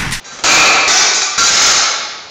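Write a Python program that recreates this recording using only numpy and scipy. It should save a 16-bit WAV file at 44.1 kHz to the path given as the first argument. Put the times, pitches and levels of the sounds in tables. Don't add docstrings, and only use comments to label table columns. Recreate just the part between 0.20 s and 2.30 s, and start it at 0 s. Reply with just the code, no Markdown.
import sys
import numpy as np
from scipy import signal
from scipy.io import wavfile

SR = 44100
rng = np.random.default_rng(int(sys.argv[2]) if len(sys.argv) > 2 else 0)


def to_wav(sig):
    pcm = np.clip(np.atleast_2d(sig), -1, 1) * 32767
    pcm = np.round(pcm).astype(np.int16)
    wavfile.write(sys.argv[1], SR, pcm.T)


N = 92610


def blows():
    # (time [s], piece, ring [dB], clash [dB], clash tilt [dB/octave], rattle decay [s],
    #  sizzle [dB], direct-to-reverb [dB])
    hits = [ (0.043, "buckler", -31, -29, -1, .07, -45, -18),
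            (0.189, "plates", -54, -32, -2, 0.017, -46, -0.5),
            (0.238, "buckler", -8.5, 7.5, -1, 0.009, 9, 0), (0.262, "helmet", 1.5, -3.5, -1.5, 0.11, -9, 0),
            (0.677, "sword", -11, 1, 0, 0.018, -5, 3), (0.719, "sword", -8, -7, 2.5, .03, -6, 0),
            (0.944, "plates", -17, -8, 6, .02, -20, 3), (1.019, "plates", -22, -18, 2, .004, -22, 5),
            (1.178, "buckler", -1, 1, 3, .035, -1, 2), (1.234, "plates", -13, -2, 3.5, 0.09, -13.5, 0.5),
            (1.303, "other sword", -25, 5.5, 2, 0.013, 6, -0.5),
            (1.415, "other sword", -9.5, 0.5, 1.5, 0.053, -14, 3),
            (1.527, "plates", -19, -23, 1, 0.03, -7, 1)]
    # (frequency [Hz], level [dB])
    clash_spectrum = [(40, -50), (110, -28), (300, -5), (500, -3), (780, 3), (970, -3), (1230, 3),
                      (1800, -2), (2400, 0), (2950, -7), (3900, -2), (4350, -4), (5500, 0), (7000, 2),
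                      (9000, -8)]
    sizzle_spectrum = [(3000, -58.5), (6500, -18.5), (8500, -8.5), (13000, 2.5), (18000, -16)]
    mix = np.zeros(N)
    for time_s, piece, ring_db, clash_db, tilt_db, rattle_s, sizzle_db, direct_db in hits:
        force = contact(rattle_s)
        clash = amp(clash_db) * unit(colour(force, clash_spectrum, tilt_db))
        sizzle = amp(sizzle_db) * unit(colour(force, sizzle_spectrum))
        ring = amp(ring_db) * steel_ring(piece)
        add(mix, time_s, hall(ring + clash + sizzle, direct_db))
    return mix


def contact(rattle_s, crack_s=.003, crack_db=-1, grain_db=3):
    t = np.arange(SR) / SR
    crack, rattle, grain = rng.standard_normal((3, SR))
    rattle *= amp(grain_db * np.repeat(grain, 128)[:SR])
    return amp(crack_db) * unit(crack * np.exp(-t / crack_s)) + unit(rattle * np.exp(-t / rattle_s))


def steel_ring(piece, split_ratio=0.00472):
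    modes = { "buckler": [(1116, -9, .4), (1346, -6, .3), (1375, 0, .4), (1576, -3, .4), (3925, -6, .2),
             (4160, -9, .2), (4596, -7, .2), (5845, -5, .15), (6215, -5, .15), (6740, -6, .15),
             (7000, -5, .1)], "helmet": [(1113, -8, .5), (1280, -5, .4), (1345, -6, .5), (1375, -8, .4),
             (2126, -12, .3), (2328, 2, .8), (2375, -6, .3), (2435, -4, .6), (2580, -2, .6),
             (2700, -12, .2), (3560, -15, .5)], "sword": [(743, -12, .4), (1196, -3, .4), (1501, -2, .5),
             (2325, -10, .3), (3187, -14, .1), (5060, -6, .15), (5376, -4, .3), (5620, -6, .2),
             (5843, -1, .4), (5915, -3, .2), (6373, -2, .4)], "plates": [(1170, -10, .3), (2450, -8, .3),
             (3958, -3, .1), (4576, -3, .1), (4989, -6, .2), (5342, -6, .2), (6175, -3, .12),
             (6719, 0, .12), (6995, -1, .12)], "other sword": [(1276, -2, .5), (2202, -5, .7),
             (3655, -7, .6), (3951, -7, .4), (4290, -8, .6), (4834, -7, .3), (5130, -5, .3), (5421, -3, .3),
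             (5679, -4, .4), (6121, -3, .3), (6276, 0, .4), (6374, -1, .5)]}
    t = np.arange(SR) / SR
    ring = np.zeros(SR)
    for hz, db, t60_s in modes[piece]:
        detune, phase = rng.uniform(-1.012, 1, (2, 3, 1))
        partials = np.sin(2 * np.pi * (hz * (1 + split_ratio * detune) * t + phase)).sum(0)
        ring += amp(db) * unit(amp(-60 * t / t60_s) * partials)
    return unit(ring)


def thuds(decay_s=.015):
    # (time [s], level [dB], direct-to-reverb [dB])
    knocks = [(0.12, -27, -19), (0.24, -8, 3), (0.372, -6.5, 2), (0.677, -22, 14), (1.47, -18.5, 5)]
    # (frequency [Hz], level [dB])
    thud_spectrum = [(25, -5), (100, -20.5), (230, -10.5), (480, -10.5), (800, -11), (1500, -20),
                     (4000, -20.5)]
    t = np.arange(SR // 4) / SR
    mix = np.zeros(N)
    for time_s, db, direct_db in knocks:
        burst = rng.standard_normal(len(t)) * np.exp(-t / decay_s)
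        thud = amp(db) * unit(colour(burst, thud_spectrum))
        add(mix, time_s, hall(thud, direct_db))
    return mix


def hall(x, direct_db):
    # (frequency [Hz], t60 [s])
    reverb_times = [(80, .7), (300, 1.31), (800, 1.384), (1500, 1.254), (2500, 1.295), (4200, 1.246),
                    (6000, 0.97), (8000, 0.71), (13000, 0.35)]
    hz, t, noise = signal.stft(rng.standard_normal(N), SR, nperseg=256)
    decay = amp(-60 * t / log_interp(reverb_times, hz)[:, None])
    impulse_response = unit(signal.istft(noise * decay, SR, nperseg=256)[1][:N])
    impulse_response[0] += amp(direct_db)
    return signal.fftconvolve(x, impulse_response)[:N]


def hall_air(rms_db=-34.5):
    # (frequency [Hz], level [dB])
    air_spectrum = [(25, -26), (90, -7.5), (200, -9.5), (800, -7.5), (1600, -14.5), (3000, -16),
                    (6500, -19), (9000, -35)]
    return amp(rms_db) * np.sqrt(N) * unit(colour(rng.standard_normal(N), air_spectrum))


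def amp(db):
    return 10 ** (np.asarray(db) / 20)


def unit(x):
    return x / np.sqrt(np.sum(x ** 2) + 1e-20)


def log_interp(points, hz):
    points_hz, values = np.transpose(points)
    return np.interp(np.log(hz + 1), np.log(points_hz + 1), values)


def add(mix, time_s, sound):
    part = mix[round(time_s * SR):][:len(sound)]
    part += sound[:len(part)]


def colour(x, spectrum, tilt_db=0):
    hz = abs(np.fft.fftfreq(4096, 1 / SR))
    octaves = np.log2(np.maximum(hz, 500) / 2000)
    log_gain = np.log(amp(log_interp(spectrum, hz) + tilt_db * octaves))
    taps = np.fft.ifft(np.exp(np.conj(signal.hilbert(log_gain)))).real
    return signal.fftconvolve(x, taps[:len(taps) // 2])[:len(x)]


def scene():
    impacts = (blows() + thuds()) * np.sqrt(SR / 10)
    return (impacts + hall_air())[None]


def record(dry, overload=.84, asymmetry=.04, ceiling=.72, cutoff_hz=16000):
    # (frequency [Hz], gain [dB])
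    response = [(8, -20.5), (30, -10), (6500, -3), (7100, -5.5), (7550, -12), (8000, -20.5), (8600, -19.5),
                (9300, -44), (11000, -103.5)]
    clipped = np.clip(dry[0], -overload * (1 - asymmetry), overload * (1 + asymmetry))
    reclipped = np.clip(colour(clipped, response), -ceiling, ceiling)
    lowpass = signal.firwin(511, cutoff_hz, window=("kaiser", 9), fs=SR)
    return signal.fftconvolve(reclipped, lowpass, "same")[None]


dry = scene()
out = record(dry)
to_wav(out)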